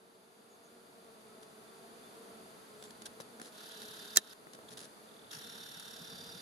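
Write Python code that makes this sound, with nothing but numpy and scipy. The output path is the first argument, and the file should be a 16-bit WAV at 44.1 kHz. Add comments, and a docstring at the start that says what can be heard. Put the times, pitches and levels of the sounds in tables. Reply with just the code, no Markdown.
"""A garden, at a flowering bush by a stone wall: honeybees hum on wavering wingbeats, three close by
and a swarm behind, over soft air, rumble, hiss and a few faint bird whistles.
Fingers tick, rub and bump on a hand-held camera with two microphone ports. Its zoom motor whirrs twice,
the gears shaking the lens barrel, and the first run is broken by one sharp snap of the housing."""
import sys
import numpy as np
from scipy import signal
from scipy.fft import rfft, irfft, next_fast_len
from scipy.io import wavfile

SR = 44100
rng = np.random.default_rng(int(sys.argv[2]) if len(sys.argv) > 2 else 0)


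def wav_out(sig):
    """Save sig, one row per channel (or a flat mono array), as 16-bit PCM at SR to the path in sys.argv[1]."""
    wavfile.write(sys.argv[1], SR, np.round(np.clip(np.atleast_2d(sig).T, -1, 1) * 32767).astype(np.int16))


N = 282681
TIME = np.arange(N) / SR


# flight paths of the nearest, a side-on and a heavier bee: t/s, wingbeat f/Hz, relative level/dB
NEAR_PATH = [(0.0, 225.8, -65), (0.15, 236.2, -68), (0.4, 243, -72), (0.7, 232.8, -61.5),
             (0.96, 237.6, -68), (1.08, 227.5, -59.5), (1.42, 216.1, -62.5), (1.72, 228.6, -59),
             (1.85, 224.2, -60), (2.0, 226, -61), (2.22, 229, -61.5), (2.55, 223.4, -61),
             (2.75, 212.7, -58), (2.95, 209.2, -58.5), (3.14, 215.2, -55.5), (3.38, 224.2, -61),
             (3.52, 211.3, -60.5), (3.7, 222, -60), (3.92, 213.5, -58), (4.13, 215, -57.5),
             (4.3, 214.6, -66), (4.5, 218.2, -62), (4.9, 224.2, -64.5), (5.57, 231, -62.5),
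             (5.85, 214.2, -68), (6.08, 222, -59), (6.32, 233, -61), (6.41, 224.5, -67)]
SIDE_PATH = [(0.0, 223.4, -78), (0.3, 223.7, -73), (0.5, 214.6, -62.5), (0.7, 228, -66), (0.9, 222.9, -69),
             (1.15, 213.9, -65), (1.5, 219.1, -67), (1.85, 226.1, -58), (2.1, 222.3, -76),
             (2.33, 226.4, -56), (2.55, 214.8, -70), (3.3, 214.5, -69), (4.6, 212, -69), (6.41, 218.2, -73)]
HEAVY_PATH = [(0.0, 185, -73.5), (0.4, 190, -77), (0.8, 189.2, -73), (1.1, 184, -69), (1.3, 188, -69),
              (1.58, 195, -67), (1.9, 194, -67.5), (2.3, 188, -72), (3.2, 198, -77), (6.41, 190, -90)]
# their wing timbres, the first shared with the swarm: f/Hz, harmonic level/dB
WING_TONE = [(200, -7), (450, -1.5), (680, -10.5), (900, -17.5), (1150, -13), (1400, -10.5), (2000, -31),
             (3500, -14)]
SIDE_TONE = [(220, -12), (440, -7), (660, -3), (880, -12), (1350, -18)]
HEAVY_TONE = [(190, -4.5), (380, 2), (580, -10)]
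def close_bees():
    """Three bees stand out of the swarm, weaving in pitch."""
    return (flight(NEAR_PATH, WING_TONE, gain_db=-6, turning_db=1, lag_s=0.00009, harmonics=8)
            + flight(SIDE_PATH, SIDE_TONE, gain_db=-6, turning_db=2.5, lag_s=0.00015, harmonics=6)
            + flight(HEAVY_PATH, HEAVY_TONE, gain_db=-2, turning_db=2.5, lag_s=-0.00021, harmonics=3))


def flight(path, tone, gain_db, turning_db, lag_s, harmonics):
    """One bee among the flowers: its wingbeat trembles, and it swells and fades as it turns."""
    wing_hz, level_db = in_time(path)
    tremble = 1 + .008 * drift(14) + .018 * drift(60)
    level = from_db(level_db + gain_db + turning_db * drift(2.6))
    return level * wingbeat(wing_hz * tremble, tone, lag_s, harmonics, flutter_db=3)


def wingbeat(wing_hz, tone, lag_s, harmonics, flutter_db):
    """Beating wings: each harmonic flutters on its own, and the buzz reaches one port first."""
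    mean_hz, out = wing_hz.mean(), np.zeros((2, N), np.float32)
    port_phase = np.pi * mean_hz * lag_s * np.array([[1], [-1]])
    phase = (phase_of(wing_hz) + port_phase).astype(np.float32)
    for k in range(1, harmonics + 1):
        level = from_db(at_hz(tone, k * mean_hz) + flutter_db * drift(7.8)).astype(np.float32)
        out += level * np.sin(k * phase + np.float32(rng.uniform(0, 2 * np.pi)))
    return np.sqrt(2) * out


def swarm(wander=.03, tremble=0.012, presence_db=4, slow_hz=204, fast_hz=242, bees=7):
    """Other bees come and go, each on an unsteady wingbeat of its own."""
    out = 0
    for k, hz in enumerate(np.linspace(slow_hz, fast_hz, bees)):
        wing_hz = hz * (1 + wander * drift(1.8) + tremble * drift(15.3))
        presence = from_db(presence_db * np.minimum(drift(2.8), 1))
        lag_s = 0.00052 * np.cos(2 * k)
        out = out + presence * wingbeat(wing_hz, WING_TONE, lag_s, harmonics=7, flutter_db=1.5)
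    return rms_one(out)


# envelopes of the two zoom runs: t/s, level/dB
FIRST_ZOOM = [(3.52, -62), (3.58, -54.5), (3.66, -52.5), (3.85, -51.5), (4.14, -51), (4.21, -62),
              (4.335, -53.5)]
SECOND_ZOOM = [(5.306, -52), (5.335, -44.5), (5.37, -49), (5.40, -51.5), (5.8, -52), (6.1, -53),
               (6.41, -54)]
# lens barrel resonances: f/Hz, width/Hz, relative level/dB, relative throb/dB, pan/dB, racing gain/dB
BARREL_MODES = [(908, 88, -11, -2, -10.5, -2), (1320, 150, -22, -8, -7, 0), (1545, 470, 2, 4, -2, 1),
                (2730, 310, -8, 1.5, 0, 4), (3240, 540, -1, 0, -2, -4), (3660, 340, 0.5, 0, -3, -10),
                (3930, 480, 1, -1, 1, -7), (4550, 427, -2, 7, 1, 1), (5540, 563, -2, 5, 0, 4),
                (6624, 1250, -4, 4.5, -2.5, 2.5), (9600, 2500, -3.5, 1, 1, 0.5),
                (11100, 1715, -1, 3.5, -2, -2), (13200, 1100, -20, 8, -1, 0), (14000, 600, -13, 3, 0, -1)]
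def zoom(run, throb, tooth_db, teeth=6):
    """The gears rub hardest once a turn and tick on every tooth, shaking the lens barrel."""
    gate = during(run, fade_s=0.0019)
    on, whirr, out = gate > 0, 0, np.zeros((2, N))
    level_db, = in_time(run)
    angle = gear_angle()[on]
    rub = np.tanh(2 * (np.cos(angle) - .3)) / 2
    ticking = from_db(tooth_db * np.cos(teeth * angle))
    speed, = in_time(GEAR_RATE)
    racing = ((speed - speed.min()) / np.ptp(speed))[on]
    for hz, width_hz, mode_db, throb_db, pan_db, race_db in BARREL_MODES:
        white = rng.standard_normal((2, 2 * SR))[:, :len(angle)]
        grit = ports(*white, at_hz(PORT_LIKENESS, hz))
        force = grit * ticking * from_db(throb * throb_db * rub)
        resonance = rms_one(band(force, hz, width_hz))
        whirr = whirr + from_db(mode_db + race_db * racing) * pan(pan_db) * resonance
    out[:, on] = rms_one(whirr) * gate[on] * from_db(level_db[on])
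    return out


# gear speed, racing briefly as the second run starts: t/s, turning rate/Hz
GEAR_RATE = [(4.34, 36.1), (5.30, 36.4), (5.31, 58), (5.37, 54), (5.40, 36.4)]
def gear_angle(throb_peak_s=5.609):
    """Angle of the gear, zero where it rubs hardest."""
    angle = phase_of(in_time(GEAR_RATE)[0])
    return angle - np.interp(throb_peak_s, TIME, angle)


# singing gears: t/s, length/s, fade/s, f/Hz, level/dB, throb/dB, pitch roughness/fraction
GEAR_NOTES = [(1.665, 0.044, .015, 3540, -72, 0, .005), (2.03, 0.065, .015, 3530, -70, 0, 0.0051),
              (3.826, .15, .02, 3660, -63.5, 4, 0.0082), (3.98, 0.2, 0.025, 3612, -62, 1, 0.0057),
              (4.19, .145, .02, 3680, -71, 0, 0.0099), (4.178, 0.014, .002, 5920, -46, -3, .005),
              (4.305, 0.016, 0.0071, 4900, -52.5, 0, .015), (5.39, 1.05, 0.047, 3600, -61, 5.5, 0.0132),
              (5.34, 1.076, .05, 5548, -66, 5.5, 0.0138)]
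def gear_whine(flicker_db=2, pan_db=-5):
    """The lens gears sing now and then in wavering tones, some throbbing once a turn."""
    out = np.zeros(N)
    waver = drift(170) + .4 * drift(20)
    throb = np.cos(gear_angle())
    for start, length, fade, hz, db, throb_db, rough in GEAR_NOTES:
        gate = np.clip(np.minimum(TIME - start, start + length - TIME) / fade, 0, 1)
        on = gate > 0
        tone = np.sin(phase_of(hz * (1 + rough * waver[on])))
        out[on] += from_db(db + throb_db * throb[on]) * gate[on] * tone
    return np.sqrt(2) * out * from_db(flicker_db * drift(74)) * pan(pan_db)


# the motor's high whine in each run: t/s, f/Hz, level/dB
FIRST_WHINE = [(3.6, 4780, -73), (3.67, 4835, -64), (3.75, 4770, -71), (3.81, 4727, -66), (3.9, 4730, -76),
               (3.95, 4820, -67), (4.02, 4820, -64), (4.06, 4744, -73), (4.1, 4750, -63.5),
               (4.16, 4867, -66)]
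SECOND_WHINE = [(5.85, 4800, -73), (6.05, 4800, -68), (6.114, 4810, -61), (6.16, 4670, -61),
                (6.264, 4870, -58), (6.33, 4790, -62), (6.41, 4760, -61)]
def motor_whine(path, rough, flicker_db=3.5, pan_db=-2):
    """A thin tone that sags and recovers with the load on the motor."""
    hz, level_db = in_time(path)
    tone = np.sqrt(2) * np.sin(phase_of(hz * (1 + rough * drift(168))))
    return tone * during(path, fade_s=.01) * from_db(level_db + flicker_db * drift(60)) * pan(pan_db)


# catches of the lens drive: t/s, level/dB
LENS_CATCHES = [(3.717, -49), (4.689, -53.5), (5.312, -47)]
def lens_ticks(hz=3570, width_hz=500, half_length_s=0.0052, pan_db=-2,
               creep_start_s=5.092, step_s=0.0256, creep_db=-61, steps=9):
    """The drive catches, and creeps before the second run: each tick is a short rasp in the barrel."""
    creep = [(creep_start_s + k * step_s, creep_db) for k in range(steps)]
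    force = sum(from_db(db) * np.exp(-np.minimum(((TIME - s) / half_length_s) ** 2, 50))
                for s, db in LENS_CATCHES + creep)
    grit = ports(*rng.standard_normal((2, N)), at_hz(PORT_LIKENESS, hz))
    return force * rms_one(band(grit, hz, width_hz)) * pan(pan_db)


# slips of a straining catch: t/s, level/dB, attack/s, decay/s
SNAP_SLIPS = [(4.160, -33, .0005, .001), (4.162, -21.5, 0.0003, 0.0005), (4.1698, -20, 0.0004, 0.0007),
              (4.1713, -10, 0.0002, 0.0005), (4.1721, -10.5, 0.0003, 0.0008), (4.171, -31, 0.007, 0.005)]
# colour of the crack: f/Hz, level/dB
CRACK_COLOUR = [(30, -20), (80, -26), (300, -11.5), (550, -11), (900, -6.5), (1400, -3.5), (2100, -10),
                (3500, -7), (5000, 7), (6400, 3.5), (8500, 1), (10500, 2), (11700, -4), (15000, -4.5),
                (16500, -15)]
# ring of the housing: f/Hz, level/dB, t60/s
HOUSING_MODES = [(220, -43, 0.025), (420, -40, 0.018), (740, -34, 0.025), (1320, -23, 0.018),
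                 (1765, -20, 0.038), (2700, -26, 0.02), (3210, -22, 0.028), (3740, -21, 0.036),
                 (4010, -24, 0.045), (4890, -13.5, 0.014), (5590, -22, .018), (6080, -15, 0.012),
                 (6400, -17, 0.012), (7135, -19, 0.018), (7700, -25, 0.02), (8235, -25, .02),
                 (10440, -17, 0.008)]
# stereo image of the snap: f/Hz, pan/dB
SNAP_BALANCE = [(500, -1), (1760, -1), (2700, -7), (3210, 6), (3730, 5), (4300, -8), (4900, -1),
                (6400, -11), (8500, -8), (9500, -3), (12500, 3), (15000, -6)]
def snap(release_s=4.1712, rise_s=0.0011, left_lag_s=0.000295):
    """A catch slips hard and lets go; the housing rings, its treble mostly at the right port."""
    on, out = abs(TIME - release_s) < .1, np.zeros((2, N))
    t = TIME[on]
    force = sum(from_db(db) * np.exp(-np.maximum((s - t) / attack, (t - s) / decay))
                for s, db, attack, decay in SNAP_SLIPS)
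    grit = noise(CRACK_COLOUR)
    grit[0] = np.interp(TIME - left_lag_s, TIME, grit[0])
    age = np.maximum(t - release_s, 0)
    port_phase = np.array([[np.pi / 2], [0]])   # the ring is a quarter cycle late on the left
    ring = sum((-1) ** k * from_db(db - 60 * age / t60) * np.sin(2 * np.pi * hz * age - port_phase)
               for k, (hz, db, t60) in enumerate(HOUSING_MODES))
    spectrum = rfft(force * grit[:, on] + (1 - np.exp(-age / rise_s)) * ring)
    pan_db = at_hz(SNAP_BALANCE, np.arange(spectrum.shape[1]) * SR / len(t))
    out[:, on] = irfft(spectrum * from_db(np.array([pan_db, -pan_db]) / 2), len(t))
    return out


# finger taps on the casing: t/s, scratch level/dB, thud level/dB, hold/s
FINGER_TAPS = [(2.825, -48.5, -46, 0.0021), (2.906, -52, -72, 0.0037), (3.019, -44, -50, 0.0028),
               (3.2017, -43.5, -42, 0.0029), (3.398, -51, -43, .0024), (3.415, -53.5, -43.5, 0.0019),
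               (3.818, -46.5, -67, 0.0017), (4.4697, -70, -45, .0008), (4.547, -54.5, -56, .005),
               (4.589, -71, -45.5, .0012), (4.688, -51, -67, .003), (4.772, -45, -50, 0.0034),
               (5.7975, -44, -69, .003)]
# finger rubs and, at 4.173 s, the short, dull rattle that trails the snap: t/s, hold/s, scratch level/dB
RUBS_AND_RATTLE = [(1.426, 0.0091, -59.5), (2.837, 0.02, -55.5), (3.055, 0.014, -48), (3.209, 0.01, -55),
                   (3.417, 0.071, -58.5), (4.173, 0.015, -41), (4.533, 0.0062, -56.5),
                   (4.706, 0.032, -56.5), (4.779, 0.079, -55)]
# colours of the scratch and the thud: f/Hz, level/dB
SCRATCH_COLOUR = [(200, -28), (900, -17), (1600, 3), (2300, -10.5), (3500, 2.5), (5000, -0.5), (6400, -2),
                  (8500, -7), (10400, 1.5), (12000, -14), (15000, -25), (16000, -40)]
THUD_COLOUR = [(30, -44), (70, -38), (140, -1), (300, 4.5), (700, -0.5), (1000, -9), (1600, -1),
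               (3000, -30)]
def casing(attack_s=0.00011, tap_decay_s=0.0026, rasp_decay_s=0.0051, rasp_thud_db=-5, grain_db=3.5):
    """Finger taps, rubs and the rattle that trails the snap: each a grainy scratch over a dull thud."""
    scratch, thud = np.zeros(N), np.zeros(N)
    taps = [(*tap, tap_decay_s) for tap in FINGER_TAPS]
    rasps = [(s, db, db + rasp_thud_db, hold, rasp_decay_s) for s, hold, db in RUBS_AND_RATTLE]
    for start, scratch_db, thud_db, hold, decay in taps + rasps:
        first = int(start * SR)
        t = TIME[:min(SR // 4, N - first)]
        envelope = np.minimum(t / attack_s, 1) * np.exp(-np.maximum(t - hold, 0) / decay)
        scratch[first:first + len(t)] += from_db(scratch_db) * envelope
        thud[first:first + len(t)] += from_db(thud_db) * envelope
    # a 115 Hz high-pass keeps the thuds light and free of boom
    low_cut = signal.butter(3, 115, "high", fs=SR, output="sos")
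    thuds = signal.sosfilt(low_cut, (thud + 1e-12) * noise(THUD_COLOUR))
    return scratch * noise(SCRATCH_COLOUR) * from_db(grain_db * drift(210)) + thuds


# the firmest pushes on the camera body: t/s, f/Hz, relative level/dB
BODY_BUMPS = [(5.345, 163.3, -49), (5.369, 129.5, -52), (5.764, 176, -50.5), (6.01, 173.2, -44),
              (6.125, 180, -47), (6.349, 184.6, -50)]
def bumps(swell_s=0.0073, gain_db=-3.5):
    """The hand bumps the body: a few low cycles that swell and die."""
    out = np.zeros(N)
    for start, hz, db in BODY_BUMPS:
        t = np.maximum(TIME - start, 0)
        envelope = t / swell_s * np.exp(1 - t / swell_s)
        out += from_db(db + gain_db) * envelope * np.sin(2 * np.pi * hz * t)
    return out


# shifts of the grip: centre t/s, half length/s, level/dB
GRIP_SHIFTS = [(1.301, 0.28, -75), (3.05, 0.3, -67), (4.003, 0.22, -68), (4.743, .13, -64.5),
               (5.557, 0.34, -66), (6.25, 0.32, -62.5)]
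# colour of the low rumble, shared with the garden: f/Hz, level/dB
RUMBLE_COLOUR = [(20, -23), (50, -18), (80, -8), (120, 0), (170, 2.5), (260, -0.5), (500, -42)]
def grip(lumpy_db=1.5):
    """Each shift of the hand is a lumpy rumble that swells and fades."""
    pressure = sum(from_db(db) * np.exp(-((TIME - s) / half) ** 2) for s, half, db in GRIP_SHIFTS)
    return pressure * from_db(lumpy_db * drift(14)) * noise(RUMBLE_COLOUR)


# fader ride of the garden bed: t/s, level/dB
GARDEN_LEVEL = [(0.0, -65.5), (0.43, -64), (0.73, -62.5), (2.16, -57.5), (3.34, -58.5), (4.0, -58.5),
                (4.21, -62), (4.75, -58.5), (5.84, -60), (6.41, -57.5)]
# colours of the air and the hiss: f/Hz, level/dB
AIR_COLOUR = [(40, -24), (90, -20), (170, -5), (310, 0), (500, -2.5), (700, -0.5), (950, -3.5),
              (1300, -4.5), (2000, -14), (4000, -38), (15000, -35), (16000, -58)]
HISS_COLOUR = [(900, -16), (1700, 2.5), (2600, 1), (3300, 0.5), (3550, 3), (3800, 2), (4750, 2.5),
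               (5300, -5), (6400, -1.5), (8000, -5.5), (10200, 2.5), (11700, -3), (14300, -14),
               (15200, -35)]
# narrow resonances in the hiss: f/Hz, width/Hz, relative level/dB
HISS_BANDS = [(3536, 87, -18), (4530, 110, -18.5), (4813, 100, -21)]
def garden(swarm_db=-3.5, rumble_db=-14, hiss_db=-3.5):
    """The swarm, moving air, a far rumble and hiss rise and fall together as one bed."""
    bed = from_db(swarm_db) * swarm() + noise(AIR_COLOUR)
    bed += from_db(rumble_db) * noise(RUMBLE_COLOUR) + from_db(hiss_db) * noise(HISS_COLOUR)
    for hz, width_hz, db in HISS_BANDS:
        bed += from_db(db) * rms_one(band(rng.standard_normal((2, N)), hz, width_hz))
    return from_db(in_time(GARDEN_LEVEL)[0]) * bed


# distant calls: t/s, length/s, start f/Hz, end f/Hz, relative level/dB
BIRD_CALLS = [(.49, .08, 6790, 6500, -71), (.62, 0.075, 6620, 6400, -71), (2.2, 0.076, 6690, 6536, -78),
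              (2.77, .17, 7696, 7220, -67), (5.839, 0.16, 7920, 7400, -70)]
def bird(blur=0.0316, gain_db=-1):
    """Thin falling whistles; a fast pitch wobble gives the blur of distance."""
    out, wobble = np.zeros(N), 1 + blur * drift(200)
    for start, length, start_hz, end_hz, db in BIRD_CALLS:
        on = (TIME > start) & (TIME < start + length)
        progress = (TIME[on] - start) / length
        hz = (start_hz + (end_hz - start_hz) * progress) * wobble[on]
        out[on] += from_db(db + gain_db) * np.sin(np.pi * progress) * np.sin(phase_of(hz))
    return np.sqrt(2) * out


# likeness of the two microphone ports: f/Hz, correlation
PORT_LIKENESS = [(30, 0.63), (150, 0.68), (450, 0.65), (800, -0.15), (1200, -0.45), (2000, -0.15),
                 (3500, 0.24), (5500, 0.27), (8000, 0.59), (15000, 0.5)]
def noise(colour):
    """Stereo noise of a given colour, rms 1."""
    size = next_fast_len(N)
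    white = rfft(rng.standard_normal((2, size)))
    hz = np.arange(white.shape[1]) * SR / size
    spectrum = ports(*white, at_hz(PORT_LIKENESS, hz)) * from_db(at_hz(colour, hz))
    return rms_one(irfft(spectrum, size)[:, :N])


def ports(mid, side, correlation):
    """Two unrelated signals mixed into a left and right with the given correlation."""
    alike = np.clip(correlation, -.99, .99)
    return np.sqrt(1 + alike) * mid + np.sqrt(1 - alike) * side * np.array([[1], [-1]])


def pan(db):
    """Stereo gains for a left-minus-right level difference."""
    return from_db(np.array([[db], [-db]]) / 2)


def band(x, hz, width_hz):
    """A resonance with steep skirts."""
    edges = np.clip([hz - width_hz / 2, hz + width_hz / 2], 20, SR / 2 - 100)
    return signal.sosfilt(signal.butter(2, edges, "band", fs=SR, output="sos"), x)


def drift(rate_hz, step=40, settle=2000):
    """Smooth random wander of spread 1."""
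    pole = np.exp(-2 * np.pi * rate_hz * step / SR)
    white = rng.standard_normal(N // step + settle + 2)
    slow = rms_one(signal.lfilter([1], [1, -2 * pole, pole * pole], white)[settle:])
    return np.interp(np.arange(N) / step, np.arange(len(slow)), slow)


def in_time(rows):
    """Each column of a curve at every sample."""
    times, *columns = np.transpose(rows)
    return [np.interp(TIME, times, column) for column in columns]


def at_hz(points, hz):
    """Read a spectrum on a log-frequency axis."""
    f, value = np.transpose(points)
    return np.interp(np.log(np.maximum(hz, 1)), np.log(f), value)


def during(rows, fade_s):
    """A gate, open between the first and last row of a curve."""
    return np.clip((TIME - rows[0][0]) / fade_s, 0, 1) * np.clip((rows[-1][0] - TIME) / fade_s + 1, 0, 1)


def phase_of(hz):
    """Phase in radians of a moving frequency."""
    return 2 * np.pi * np.cumsum(hz) / SR


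def from_db(db):
    """Decibels to gain."""
    return np.exp(np.asarray(db) * (np.log(10) / 20))


def rms_one(x):
    """Scale to unit power."""
    return x / np.sqrt(np.mean(x ** 2) + 1e-20)


def scene():
    """Bees in the garden, with the camera's own noises on top."""
    whirr = zoom(FIRST_ZOOM, throb=1.8, tooth_db=3.2) + zoom(SECOND_ZOOM, throb=1.9, tooth_db=3)
    whine = gear_whine() + motor_whine(FIRST_WHINE, rough=.005) + motor_whine(SECOND_WHINE, rough=.014)
    handling = casing() + grip() + bumps() + snap()
    return close_bees() + garden() + bird() + whirr + whine + lens_ticks() + handling


def record(dry, cutoff_hz=16500):
    """Peaks clip at full scale, then a steep low-pass cuts the top."""
    low_pass = signal.ellip(10, .1, 70, cutoff_hz, fs=SR, output="sos")
    return signal.sosfilt(low_pass, np.clip(dry, -1, 1))


dry = scene()
out = record(dry)
wav_out(out)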